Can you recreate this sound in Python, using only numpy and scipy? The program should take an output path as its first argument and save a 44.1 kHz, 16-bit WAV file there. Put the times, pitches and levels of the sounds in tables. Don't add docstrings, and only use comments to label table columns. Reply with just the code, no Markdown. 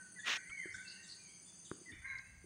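import sys
import numpy as np
from scipy import signal
from scipy.fft import rfft, irfft
from scipy.io import wavfile

SR = 44100
rng = np.random.default_rng(int(sys.argv[2]) if len(sys.argv) > 2 else 0)


def unload_audio(sound):
    columns = np.transpose(np.atleast_2d(sound))
    steps = np.round(np.clip(columns, -1, 1) * 32767)
    wavfile.write(sys.argv[1], SR, steps.astype(np.int16))


N = 108045
T = np.arange(N) / SR
HZ = np.maximum(np.arange(N // 2 + 1) * SR / N, 1)
CHANGE_S = 1.918
TREES_T60_S, TREBLE_T60_S = 1.09, 0.63


def from_db(db):
    return 10 ** (np.asarray(db) / 20)


def rms_one(x):
    return x / np.sqrt(np.mean(x ** 2) + 1e-20)


def drift(rate_hz):
    spectrum = rfft(rng.standard_normal(N))
    return rms_one(irfft(spectrum / (1 + (HZ / rate_hz) ** 2), N))


def coloured(x, points):
    hz, db = np.transpose(points)
    gain = from_db(np.interp(np.log(HZ), np.log(hz), db))
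    return rms_one(irfft(rfft(x) * gain, N))


def band(hz, width_hz):
    bell = np.exp(-((HZ - hz) / (2 * width_hz)) ** 2)
    return rms_one(irfft(rfft(rng.standard_normal(N)) * bell, N))


def level(s, db):
    return from_db(np.interp(T, s, db)) * (T > s[0]) * (T < s[-1])


def swell(start, length, edge=0.23):
    progress = np.clip((T - start) / length, 0, 1)
    nearest_end = np.minimum(progress, 1 - progress)
    return progress, np.sin(np.pi / 2 * np.clip(nearest_end / edge, 0, 1)) ** 2


def tone(hz):
    return np.sqrt(2) * np.sin(2 * np.pi * np.cumsum(hz * np.ones(N)) / SR)


def echo(x, echo_db, t60, build_up_s=0.004):
    tail = rng.standard_normal(N) * from_db(-60 * T / t60)
    tail = tail * (1 - np.exp(-(T / build_up_s) ** 2))
    tail = tail / np.sqrt(np.sum(tail ** 2))
    return x + from_db(echo_db) * signal.fftconvolve(x, tail)[:N]


def whistles(rows, waver):
    out, unsteady = 0, 1 + waver * drift(82)
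    for start, length, first_hz, mid_hz, last_hz, db in rows:
        progress, shape = swell(start, length)
        bend = np.polyfit([0, .5, 1], [first_hz, mid_hz, last_hz], 2)
        hz = np.polyval(bend, progress)
        out = out + from_db(db) * shape * tone(hz * unsteady)
    return out


def scuffs(rows, width):
    out = 0
    for start, length, hz, db in rows:
        out = out + from_db(db) * swell(start, length)[1] * band(hz, width * hz)
    return out


def open_air(early_db=-67.5, late_db=-64.5):
    # f/Hz, level/dB (relative)
    early_colour = [(25, -38), (60, -3), (110, 3), (150, 1.5), (185, 11.5), (230, -1.5), (320, 1),
                    (500, -9.5), (1200, -10.5), (3000, -12), (5500, -35), (9500, -15.5), (10500, -37),
                    (14000, -36.5), (15000, -23), (16000, -26.5)]
    # f/Hz, level/dB (relative)
    late_colour = [(25, -12), (60, 6.5), (110, 4), (200, -3.5), (400, -19.5), (700, -18.5), (2200, -21),
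                   (3500, -30), (9500, -36), (10500, -39.5), (14000, -44), (15000, -28.5), (16000, -36)]
    early = from_db(early_db) * coloured(rng.standard_normal(N), early_colour)
    late = from_db(late_db) * coloured(rng.standard_normal(N), late_colour)
    return np.where(T > CHANGE_S, late, early)


def insects(flicker_db=2.5, flicker_hz=20):
    # f/Hz, width/Hz, level before the change/dB, level after/dB
    insect_bands = [(3300, 780, -88, -87), (5580, 550, -85.5, -95), (6175, 66, -67.5, -74),
                    (6510, 91, -67, -74.5), (7270, 330, -78.5, -81), (8100, 170, -79.5, -84.5),
                    (9025, 230, -65, -70.5)]
    out = 0
    for hz, width_hz, before_db, after_db in insect_bands:
        db = np.where(T > CHANGE_S, after_db, before_db) + flicker_db * drift(flicker_hz)
        out = out + from_db(db) * band(hz, width_hz)
    return out


def swelling_insects(width_hz=190):
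    # t/s, f/Hz, level/dB
    path = [(0, 4570, -74.5), (0.499, 4520, -71.5), (1.249, 4680, -69.5), (1.549, 4765, -71),
            (1.89, 4710, -71), (1.951, 4660, -81), (2.45, 4720, -80)]
    s, hz, db = np.transpose(path)
    shift = np.exp(2j * np.pi * np.cumsum(np.interp(T, s, hz) - hz[0]) / SR)
    hiss = np.real(signal.hilbert(band(hz[0], width_hz)) * shift)
    return from_db(np.interp(T, s, db)) * hiss


def cricket(top_hz=8006, sag_hz=274, period_s=0.09, db=-69, rough=0.012):
    stroke = (T / period_s) % 1
    hz = (top_hz - sag_hz * stroke) * (1 + rough * drift(500))
    strength = np.sin(np.pi * stroke) * (1 + 0.61 * drift(180))
    return from_db(db) * strength * tone(hz) * (T < CHANGE_S)


def late_echoes():
    # f/Hz, width/Hz, level at the change/dB, time to fall by 60 dB/s
    echo_bands = [(2245, 95, -59.5, 1.0), (1750, 220, -64.5, .6), (3540, 64, -63.5, 0.49),
                  (2980, 67, -68, 0.46)]
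    age = np.maximum(T - CHANGE_S, 0)
    out = 0
    for hz, width_hz, db, t60 in echo_bands:
        out = out + from_db(db - 60 * age / t60) * band(hz, width_hz)
    return (T > CHANGE_S) * out


def caw(jitter=.011, flutter=0.53, hoarse_db=-6.5):
    # t/s, f/Hz, level/dB
    path = [(2.02, 503.7, -63), (2.055, 534.3, -46.5), (2.099, 539.6, -46), (2.126, 535, -46),
            (2.152, 529.4, -46), (2.182, 516.7, -52), (2.198, 526, -49)]
    partials_db = [-59, -17, -3, 2, -40]
    s, hz, db = np.transpose(path)
    pitch = np.interp(T, s, hz) * (1 + jitter * drift(250))
    voice = 0
    for multiple, partial_db in enumerate(partials_db, 1):
        voice = voice + from_db(partial_db) * tone(multiple * pitch) * (1 + flutter * drift(100))
    hoarse = from_db(hoarse_db) * band(2020, 147)
    return level(s, db) * rms_one(rms_one(voice) + hoarse)


def far_whistles():
    # start/s, length/s, first f/Hz, middle f/Hz, last f/Hz, level/dB
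    far_notes = [(-.02, 0.069, 1950, 1840, 1800, -72), (.56, 0.081, 2930, 3118, 3050, -68),
                 (.76, 0.088, 3320, 3550, 3360, -78), (.84, 0.081, 2640, 2710, 2740, -62.5),
                 (.885, 0.11, 2720, 2852, 2730, -66.5), (.95, 0.11, 1790, 1860, 1900, -68),
                 (1.17, 0.16, 2500, 2320, 2200, -71), (1.26, 0.066, 3000, 3200, 3300, -76),
                 (1.45, 0.059, 3470, 3510, 3480, -73), (1.43, 0.032, 6800, 7030, 7120, -67),
                 (1.655, .03, 3500, 3080, 2680, -71.5), (1.885, 0.035, 5600, 5650, 5500, -79),
                 (2.055, 0.089, 4050, 4000, 3920, -71), (2.16, .17, 2500, 2564, 2750, -77.5)]
    return whistles(far_notes, waver=0.0143)


def chips(length_s=0.025, fall=0.096, octave_db=2.5, waver=0.035):
    # start/s, starting f/Hz, level of the lower tone/dB
    chip_rows = [(0.189, 3700, -64.5), (0.735, 3624, -65), (1.032, 3880, -66), (1.646, 3754, -66)]
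    out, unsteady = 0, 1 + waver * drift(337)
    for start, hz, db in chip_rows:
        progress, shape = swell(start, length_s)
        pitch = hz * (1 - fall * progress ** 2) * unsteady
        voice = tone(pitch) + from_db(octave_db) * tone(2 * pitch)
        out = out + from_db(db) * shape * voice
    return out


def buzzes(buzz_hz=182.3, rough=0.28, flutter=0.66, edge=.38):
    # start/s, length/s, f/Hz, scale of the pitch shake/Hz, level before flutter/dB
    chirps = [(.706, .072, 5450, 520, -64), (.848, .102, 4500, 480, -55.5), (1.068, .102, 4480, 520, -55.5),
              (1.056, .075, 5550, 400, -66.5)]
    out = 0
    for start, length, hz, sweep_hz, db in chirps:
        buzz = tone(buzz_hz * (1 + .25 * drift(60.3)))
        shake = 0.344 * buzz + rough * drift(500)
        strength = swell(start, length, edge)[1] * (1 + flutter * drift(280))
        out = out + from_db(db) * strength * tone(hz + sweep_hz * shake)
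    return out


def bumps():
    # start/s, length/s, f/Hz, level/dB
    bump_rows = [(.49, 0.033, 86.4, -61), (.66, 0.15, 98, -68.5), (1.72, 0.095, 330, -68),
                 (1.87, 0.087, 287, -61.5), (1.95, 0.037, 308, -73), (1.905, 0.13, 72.4, -61),
                 (2.26, 0.044, 93.5, -66)]
    return scuffs(bump_rows, width=0.26)


def ticks():
    # start/s, length/s, f/Hz, level/dB
    tick_rows = [(.354, 0.019, 5740, -48.5), (.494, .012, 2860, -59), (0.496, 0.024, 1340, -61.5),
                 (2.182, 0.0076, 4700, -56)]
    return scuffs(tick_rows, width=0.1)


def knocks(low_hz=80, top_hz=2100):
    # t/s, level/dB, extra level of the upper tones/dB, contact time that softens the start/s
    taps = [(0.6564, -36.5, -9, 0.0019), (1.7144, -34, 4, 0.0003), (1.813, -41, -19, 0.0046),
            (2.441, -42.5, -22, 0.0039)]
    # f/Hz, level/dB (relative), time to fall by 60 dB/s
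    modes = [(205, -1.5, 0.016), (344, 2, 0.029), (1220, -0.5, .007), (1444, -5, 0.0082)]
    out = 0
    for s, db, bright_db, contact_s in taps:
        age = np.maximum(T - s, 0)
        rise = 1 - np.exp(-age / contact_s)
        for hz, mode_db, t60 in modes:
            upper = hz > 2 * modes[1][0]
            ring_db = db + mode_db + bright_db * upper - 60 * age / t60
            out = out - rise * from_db(ring_db) * np.sin(2 * np.pi * hz * age)
    limits = signal.butter(2, [low_hz, top_hz], "band", fs=SR, output="sos")
    return signal.sosfilt(limits, out)


def rasp(grains_per_s=1800, grain_db=-5, flutter_db=1, flutter_hz=180):
    # t/s, level/dB
    path = [(0.244, -62), (.252, -53), (0.259, -45), (0.277, -36.5), (0.309, -35.5), (.335, -36.5),
            (0.349, -40.5), (0.373, -44.5), (0.383, -70)]
    # f/Hz, level/dB (relative)
    colour = [(100, -26.5), (400, -15), (900, -12), (1500, -2), (2900, -0.5), (4000, -6.5), (4700, -14),
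              (6300, -10.5), (8200, -27.5), (9300, -34), (10000, -42.5), (14000, -51), (15300, -26),
              (16000, -45)]
    grains = (rng.random(N) < grains_per_s / SR) * rng.standard_normal(N)
    friction = rng.standard_normal(N) + from_db(grain_db) * rms_one(grains)
    friction = friction * from_db(flutter_db * drift(flutter_hz))
    return level(*np.transpose(path)) * coloured(friction, colour)


def slur(waver=0.0068, tremble=0.52, tremble_hz=85):
    # t/s, f/Hz, level before the tremble/dB
    path = [(0.453, 1980, -58), (.478, 2060, -55), (0.501, 2170, -61.5), (0.528, 2240, -45),
            (0.561, 2239, -55), (.6, 2089, -45), (0.623, 2036, -50), (0.643, 1796, -50.5),
            (0.676, 1440, -65), (.69, 1380, -86)]
    s, hz, db = np.transpose(path)
    progress, _ = swell(s[0], s[-1] - s[0])
    strength = level(s, db) * (1 + tremble * progress * tone(tremble_hz))
    return strength * tone(np.interp(T, s, hz) * (1 + waver * drift(49)))


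def song():
    # start/s, length/s, first f/Hz, middle f/Hz, last f/Hz, level/dB
    notes = [(-.05, 0.089, 1520, 1559, 1445, -56.5), (.04, 0.081, 1526, 1488, 1540, -63.5),
             (.155, 0.049, 1990, 1952, 1830, -55.5), (.183, 0.032, 1773, 1718, 1860, -51),
             (.225, 0.081, 1860, 1915, 1876, -50.5), (.27, 0.053, 2450, 2201, 1720, -50.5),
             (.335, 0.069, 1750, 1534, 1500, -54.5), (.7425, 0.014, 1570, 1546, 1590, -44.5),
             (.783, 0.048, 1535, 1509, 1640, -55.5), (.815, .04, 1510, 1477, 1510, -73),
             (1.852, 0.067, 2020, 2013, 1967, -56), (1.882, 0.029, 1950, 1874, 1771, -54)]
    return whistles(notes, waver=0.0061) + slur()


def scene():
    background = open_air() + insects() + swelling_insects() + cricket() + late_echoes()
    birds = echo(caw(), -9, TREES_T60_S)
    birds = birds + echo(far_whistles(), 4, TREBLE_T60_S)
    birds = birds + echo(chips(), 4, TREBLE_T60_S)
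    birds = birds + echo(buzzes(), -5.5, TREBLE_T60_S)
    birds = birds + echo(song(), -1, TREES_T60_S)
    close = bumps() + ticks() + echo(knocks(), -14.5, 0.41) + rasp()
    return np.tile(background + birds + close, (2, 1))


def record(dry, cutoff_hz=15800):
    return signal.sosfilt(signal.ellip(12, .1, 80, cutoff_hz, fs=SR, output="sos"), dry)


dry = scene()
out = record(dry)
unload_audio(out)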